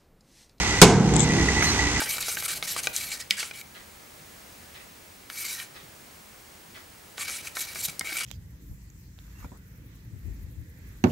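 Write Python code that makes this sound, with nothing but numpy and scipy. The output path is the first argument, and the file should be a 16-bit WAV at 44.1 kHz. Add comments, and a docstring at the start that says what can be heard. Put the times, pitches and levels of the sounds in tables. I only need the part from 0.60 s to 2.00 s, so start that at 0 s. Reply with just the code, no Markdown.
"""A six-cylinder diesel idles throughout: a hum, a pulsing roar and parts that rattle at each firing.
Early on, a dump truck's tailgate slams on the raised bed: bursts of noise crash, steel modes ring.
The camera clips the blow and its gain control ducks, then creeps back as bed and gravel yard boom on.
Half a second in, something small scratches near the left microphone port: clicks ring in both ports.
Late on, a latch knocks and bounces, made of short noise, and the hinge gives faint wavering whistles."""
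import sys
import numpy as np
from scipy import signal
from scipy.fft import rfft, irfft, next_fast_len
from scipy.io import wavfile
from scipy.ndimage import map_coordinates

SR = 44100
rng = np.random.default_rng(int(sys.argv[2]) if len(sys.argv) > 2 else 0)


def wav_out(sig):
    """Save sig, one row per channel (or a flat mono array), as 16-bit PCM at SR to the path in sys.argv[1]."""
    wavfile.write(sys.argv[1], SR, np.round(np.clip(np.atleast_2d(sig).T, -1, 1) * 32767).astype(np.int16))


def decibels_to_gain(level_db):
    """Convert a level in decibels to a linear amplitude gain (20 dB per decade)."""
    exponent = np.asarray(level_db, float) / 20
    return 10 ** exponent


N = 61739  # length in samples, about 1.4 s

# Strength of each cylinder in turn. Each entry: level in dB, relative.
CYLINDER_DB = [0, -2, -1, -3, -3, -1]
# Tones of the firing hum. Each row: multiple of the firing rate, level in dB rms before it swells.
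HUM_TONES = [(1, -32), (2, -42.5), (3, -69), (4, -42.5)]
# How the firing hum swells and fades. Each row: time in seconds, change in dB.
HUM_SWELL = [(0, -3), (.136, -3), (.18, -12), (.29, 13), (.43, -5.5), (.55, 12), (.614, -11), (.66, 8),
             (.77, -17), (.816, 9.5), (.868, 6), (.906, 0), (.964, 1.5), (1.078, -7), (1.25, 2), (1.32, -6),
             (1.36, 1.5), (1.4, -2)]
# Colour of engine, fan and yard together. Each row: frequency in Hz, relative level in dB per Hz.
ROAR_COLOUR = [(20, -31), (35, -9), (59, -9), (85, -1.5), (130, -8.5), (211, -11), (350, -10), (600, -19.5),
               (912, -16), (1730, -17), (2100, -13), (2870, -18), (6550, -19.5), (8300, -27), (9500, -38.5),
               (14600, -56)]
# Engine parts rung by each firing. Each row: frequency in Hz, width in Hz of one resonance pass,
# level in dB rms before the rattle swings, share of the rattle swings from 0 to 1.
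ENGINE_PARTS = [(846, 215, -38, 0.19), (1969, 114, -28, 0.72), (6400, 1000, -37.5, 0.23)]
# How hard the parts rattle. Each row: time in seconds, change in dB before each part's share.
RATTLE_SWINGS = [(0, -5), (.06, 0.5), (.2, -10), (.65, -14), (.705, 5), (.76, -11), (.815, 6.5),
                 (.878, -16), (.887, 21.5), (.905, -2), (.945, -26), (.975, 4), (1.01, 0), (1.035, -7),
                 (1.075, 4), (1.12, -29), (1.19, -3), (1.225, -2), (1.27, 0), (1.308, -21), (1.354, -1),
                 (1.4, -10)]
# How alike left and right noise are. Each row: frequency in Hz, likeness where 1 is identical.
LEFT_RIGHT_LIKENESS = [(40, 0.83), (150, 1), (600, 1), (1500, 0.97), (3000, 0.72), (6000, 0.41),
                       (12000, 0.83)]
# The latch knock and its bounce. Each row: time in seconds, level in dB.
KNOCKS = [(1.0235, -17), (1.043, -23)]
# Colour of the knock. Each row: frequency in Hz, relative level in dB per Hz.
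KNOCK_COLOUR = [(550, -30), (750, -1), (1000, -5), (1400, 0), (2400, -2), (3200, -20), (7000, -21),
                (9000, -29), (12500, -33), (14000, -60)]
# How long the knock rings. Each row: frequency in Hz, time to fall 60 dB in seconds.
KNOCK_T60 = [(600, .05), (830, .2), (980, .04), (2300, .04), (6000, .6)]
# Squeaks of the hinge. Each row: start in seconds, end in seconds, frequency in Hz,
# level in dB rms before the fade in and out.
HINGE_SQUEAKS = [(1.05, 1.12, 4170, -28), (1.02, 1.05, 5930, -28), (1.1, 1.14, 5930, -29),
                 (1.04, 1.065, 6280, -29), (1.08, 1.13, 4860, -32)]
# Small slips of the scratching thing. Each row: time in seconds, relative level in dB.
SCRATCH_SLIPS = [(.538, -15), (.5395, -12), (.559, -13), (.5645, -5), (.5655, -8), (.568, -20), (.581, -21),
                 (.5895, -19), (.5925, -16), (.5955, -6), (.599, -19), (.6047, -2), (.6105, -13),
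                 (.6135, -10), (.6175, -12), (.6215, -13), (.6295, -18), (.6325, -17), (.637, -12),
                 (.641, -16)]
# Resonances of the left port. Each row: frequency in Hz, width in Hz of one pass, level in dB.
LEFT_PORT = [(3480, 740, -8), (6540, 630, -16), (7660, 1100, 5.5)]
# Resonances of the right port. Each row: frequency in Hz, width in Hz of one pass, level in dB.
RIGHT_PORT = [(4000, 920, -35), (6570, 170, 0), (7500, 460, -12)]
# The gate's edge meets the bed along its length. Each row: time in seconds, level in dB.
SLAM_CONTACTS = [(.2158, 0), (.2185, -5), (.2225, -5), (.2335, -11)]
# Colour of the crash. Each row: frequency in Hz, relative level in dB per Hz.
CRASH_COLOUR = [(24, -18), (45, -8.5), (160, -6.5), (290, -11.5), (430, -8), (600, -19), (710, -10),
                (990, -12.5), (1150, -17), (1350, -15.5), (1580, -10.5), (1790, -20), (2180, -10),
                (3080, -12.5), (6780, -12), (9500, -19), (14600, -31)]
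# How long the crash rings. Each row: frequency in Hz, time to fall 60 dB in seconds.
CRASH_T60 = [(100, 0.95), (400, 0.95), (1500, 0.24), (4000, 0.12), (8000, 0.11), (14000, 0.033)]
# How long the yard's echo and rumble last. Each row: frequency in Hz, time to fall 60 dB in seconds.
YARD_T60 = [(100, 5), (400, 3.44), (1000, 1.63), (2500, 0.4), (7000, 0.42), (13000, 0.096)]
# Short modes of the gate. Each row: frequency in Hz, level in dB, time to fall 60 dB in seconds.
GATE_MODES = [(55, -16, .5), (172, 6, .13), (250, -10, .12), (375, -5, .3), (420, 2, .14), (510, -7, .18),
              (700, -12, .25), (830, -12, .3), (1017, -14, .4)]
# Long modes of the bed. Each row: frequency in Hz, level in dB, time to fall 60 dB in seconds,
# the last two before flutter and shudder.
BED_MODES = [(118, -10, 1.88), (190.2, -12, 2.7), (218, -19.5, 4.3), (250.5, -21.5, 4.2),
             (290.9, -25.5, 16), (338, -20, 3.37), (365.5, -12.5, 1.38), (393, -22, 1.6), (417.6, -25, 1.1),
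             (442.3, -21, 2.63), (474.4, -20.5, 2), (725, -27, 0.94), (757, -23, 1.44), (823, -27.5, 2.2),
             (878, -27.5, 2.2), (960, -28, 1.5)]
# The bed's steadiest modes, a pair that beats. Each row: frequency in Hz, level in dB,
# time to fall 60 dB in seconds, the last two before the shudder.
FLOOR_PLATE_MODES = [(151, -7.5, 2.4), (162.6, -14, 2.4)]
# The bed rocks on its ram and the boom sways. Each row: time in seconds, change in dB.
BED_SHUDDER = [(.2, -10), (.3, 0.5), (.42, -1), (.5, -3), (.56, 1), (.7, -2.5), (.74, -1), (.86, -4),
               (.895, -7), (1.1, -8.5), (1.4, -7.5)]
# Colour of the left port over the right. Each row: frequency in Hz, difference in dB.
LEFT_OVER_RIGHT = [(60, -3.5), (200, -0.5), (1250, -1), (4200, -2), (6500, -8), (7700, 10.5), (8800, 8),
                   (10500, 11.5), (14000, 12.5)]


def unit(x):
    """Scale to rms 1."""
    return x / np.sqrt(np.mean(x ** 2) + 1e-20)


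def along(points, hz):
    """Read (Hz, value) points on a log frequency axis."""
    f, v = np.transpose(points)
    return np.interp(np.log(hz + 1), np.log(f + 1), v)


def over_time(points):
    """Join (seconds, value) points by straight lines."""
    return np.interp(np.arange(N) / SR, *np.transpose(points))


def wobble(rate):
    """A smooth random curve with `rate` random knots a second, at most 60."""
    knots = rng.standard_normal(100)
    return map_coordinates(knots, [np.arange(N) * min(rate, 60) / SR])


def filtered(x, response):
    """Multiply the spectrum of x by a complex response of frequency."""
    m = next_fast_len(N + 8192)
    return irfft(rfft(x, m) * response(np.fft.rfftfreq(m, 1 / SR)), m)[..., :N]


def peak(f, centre, width):
    """Response of one resonance, which rings only after it is struck."""
    return 1j * f * width / (centre * centre - f * f + 1j * f * width)


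def pair(colour):
    """Coloured stereo noise of rms 1; a shared and an opposed part set how alike the sides are."""
    def shares(hz):
        angle = np.arccos(np.clip(along(LEFT_RIGHT_LIKENESS, hz), -1, 1)) / 2
        return decibels_to_gain(along(colour, hz)) * [np.cos(angle), np.sin(angle)]

    mid, side = filtered(rng.standard_normal((2, N)), shares)
    return unit(np.array([mid + side, mid - side]))


def dying(start, colour, t60s):
    """Stereo noise that starts at once and dies at its own pace in each frequency band."""
    hz, t, bands = signal.stft(pair(colour), SR, nperseg=256)
    t60 = np.maximum(along(t60s, hz), .01)[:, None]
    tail = signal.istft(bands * decibels_to_gain(-60 * t / t60), SR, nperseg=256)[1]
    return np.pad(tail, ((0, 0), (round(start * SR), 0)))[:, :N]


def ring(start, modes, attack, flutter_db=0, wander_rad=0, spread_rad=0):
    """Struck steel: each mode is a dying sine, whose level and phase may wander alike in both ports."""
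    flutter_rate = 18  # knots a second
    t = np.maximum(np.arange(N) / SR - start, 0)
    total = 0
    for hz, db, t60 in modes:
        level = decibels_to_gain(db - 60 * t / t60 + flutter_db * wobble(flutter_rate))
        # with spread, a random starting phase, slightly apart in the two ports
        phase = spread_rad * (30 * rng.normal() + rng.normal(size=(2, 1)))
        phase = phase + wander_rad * wobble(flutter_rate)
        total = total + level * np.sin(2 * np.pi * hz * t + phase)
    return -(1 - np.exp(-t / attack)) * total


def engine():
    """Firings make a hum of a few multiples, a pulsing roar of noise, and ringing in engine parts."""
    firing_hz, firing_share = 65.4, 0.28  # firings a second; part of the roar that pulses
    turns = firing_hz * np.arange(N) / SR + 0.086 * wobble(5.5)  # firings so far, slightly uneven
    hum = 0
    for multiple, db in HUM_TONES:
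        level = decibels_to_gain(db + wobble(7.7))  # wavers by about 1 dB
        hum = hum + level * np.sqrt(2) * np.sin(2 * np.pi * multiple * turns)
    hum = decibels_to_gain(over_time(HUM_SWELL)) * hum

    cylinder = np.floor(turns).astype(int) % len(CYLINDER_DB)
    strength = decibels_to_gain(np.array(CYLINDER_DB)[cylinder])
    beat = unit(strength * np.exp(-1.5 * (turns % 1)))  # each firing jumps up, then dies

    roar_level = decibels_to_gain(-25.5 + wobble(6.88))  # wavers by about 1 dB
    roar = roar_level * (1 - firing_share + firing_share * beat) * pair(ROAR_COLOUR)

    swing_db = over_time(RATTLE_SWINGS)
    parts = 0
    for centre, width, db, share in ENGINE_PARTS:
        blows = beat * pair([(100, 0)])  # pulsing noise, equally strong at all frequencies
        rung = unit(filtered(blows, lambda f: peak(f, centre, width) ** 2))
        parts = parts + decibels_to_gain(db + share * swing_db) * rung
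    return hum + roar + parts


def latch():
    """Short noise makes a dull knock and its bounce; sines of ragged phase make the hinge squeak."""
    t = np.arange(N) / SR
    knocks = sum(decibels_to_gain(db) * dying(start, KNOCK_COLOUR, KNOCK_T60) for start, db in KNOCKS)
    squeaks = 0
    for start, end, hz, db in HINGE_SQUEAKS:
        fade = np.sin(np.pi * np.clip((t - start) / (end - start), 0, 1))
        tone = unit(np.sin(2 * np.pi * hz * t + 0.8 * wobble(53.6)))
        squeaks = squeaks + decibels_to_gain(db) * fade * tone
    return knocks + squeaks


def scratch():
    """Tiny slips, each three uneven clicks, and finer single ones set the two ports ringing."""
    start, db = np.transpose(SCRATCH_SLIPS)
    # the first click is on time; the others scatter by about 0.4 and 0.8 ms
    scatter = .0004 * rng.standard_normal((len(start), 3)) * [0, 1, 2]
    when = (start[:, None] + scatter).ravel()
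    size = (decibels_to_gain(db)[:, None] * [1, -.35, .25]).ravel()

    drag_start, drag_end, drag_count = .587, .644, 70  # s, s, number of finer slips
    when = np.append(when, rng.uniform(drag_start, drag_end, drag_count))
    size = np.append(size, decibels_to_gain(-25) * rng.standard_normal(drag_count))
    slips = decibels_to_gain(27.5) * np.bincount(np.round(when * SR).astype(int), size, N)

    def port(table):
        def response(f):
            rings = sum(decibels_to_gain(db) * peak(f, centre, width) ** 2 for centre, width, db in table)
            return rings / (1 + (f / 8020) ** 20)  # steep loss above 8020 Hz
        return filtered(slips, response)

    return np.array([port(LEFT_PORT), port(RIGHT_PORT)])


def tailgate():
    """Steel contact crashes as noise, gate and bed ring in their modes, and the yard answers as noise."""
    start = SLAM_CONTACTS[0][0]
    crash = sum(decibels_to_gain(db) * dying(s, CRASH_COLOUR, CRASH_T60) for s, db in SLAM_CONTACTS)
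    gate = ring(start + .0038, GATE_MODES, attack=.0031)  # the gate bows 3.8 ms after contact
    bed = ring(start, BED_MODES, attack=.015, flutter_db=3, wander_rad=.5, spread_rad=.2445)
    plate = ring(start, FLOOR_PLATE_MODES, attack=.13)  # swells slowly
    echo = dying(start + .01, CRASH_COLOUR, YARD_T60)
    yard = decibels_to_gain(-6) * filtered(echo, lambda f: f / (f - 1j * 300))  # little below 300 Hz
    return crash + gate + decibels_to_gain(over_time(BED_SHUDDER)) * (bed + plate + yard)


def scene():
    """Engine and latch lie to the right, so reach the left port late; the ports differ in colour."""
    left_lag_s = 4 / SR
    lags = left_lag_s * np.array([[1], [0]])
    right = filtered(engine() + latch(), lambda f: np.exp(-2j * np.pi * f * lags))
    halves = np.array([[.5], [-.5]])  # each port takes half of the difference
    coloured = filtered(right + tailgate(), lambda f: decibels_to_gain(along(LEFT_OVER_RIGHT, f) * halves))
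    return coloured + scratch()


def lag(x, seconds):
    """Follow x sluggishly, with a time constant in seconds."""
    step = 1 / (seconds * SR)
    return signal.lfilter([step], [1, step - 1], x)


def low_pass(x):
    """Removes everything above the highest recorded frequency."""
    return signal.sosfilt(signal.butter(12, 14720, fs=SR, output="sos"), x)


def record(dry):
    """Gain control ducks late after loud sound and recovers slowly; then peaks are clipped near 1."""
    level_db = 10 * np.log10(lag(np.mean(dry ** 2, 0), .034) + 1e-9)
    over_db = np.maximum(level_db + 20, 0)  # excess above -20 dB
    ramp = 35.5 * np.arange(N) / SR
    held_db = np.maximum.accumulate(over_db + ramp) - ramp  # the excess may sink by 35.5 dB a second
    ducked = dry * decibels_to_gain(-0.56 * lag(held_db, .022))  # 0.56 dB down for each dB of held excess
    hardness = 37  # high: bends only close to the limit
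    clipped = ducked / (1 + np.abs(ducked) ** hardness) ** (1 / hardness)
    return low_pass(clipped)


dry = scene()
out = record(dry)
wav_out(out)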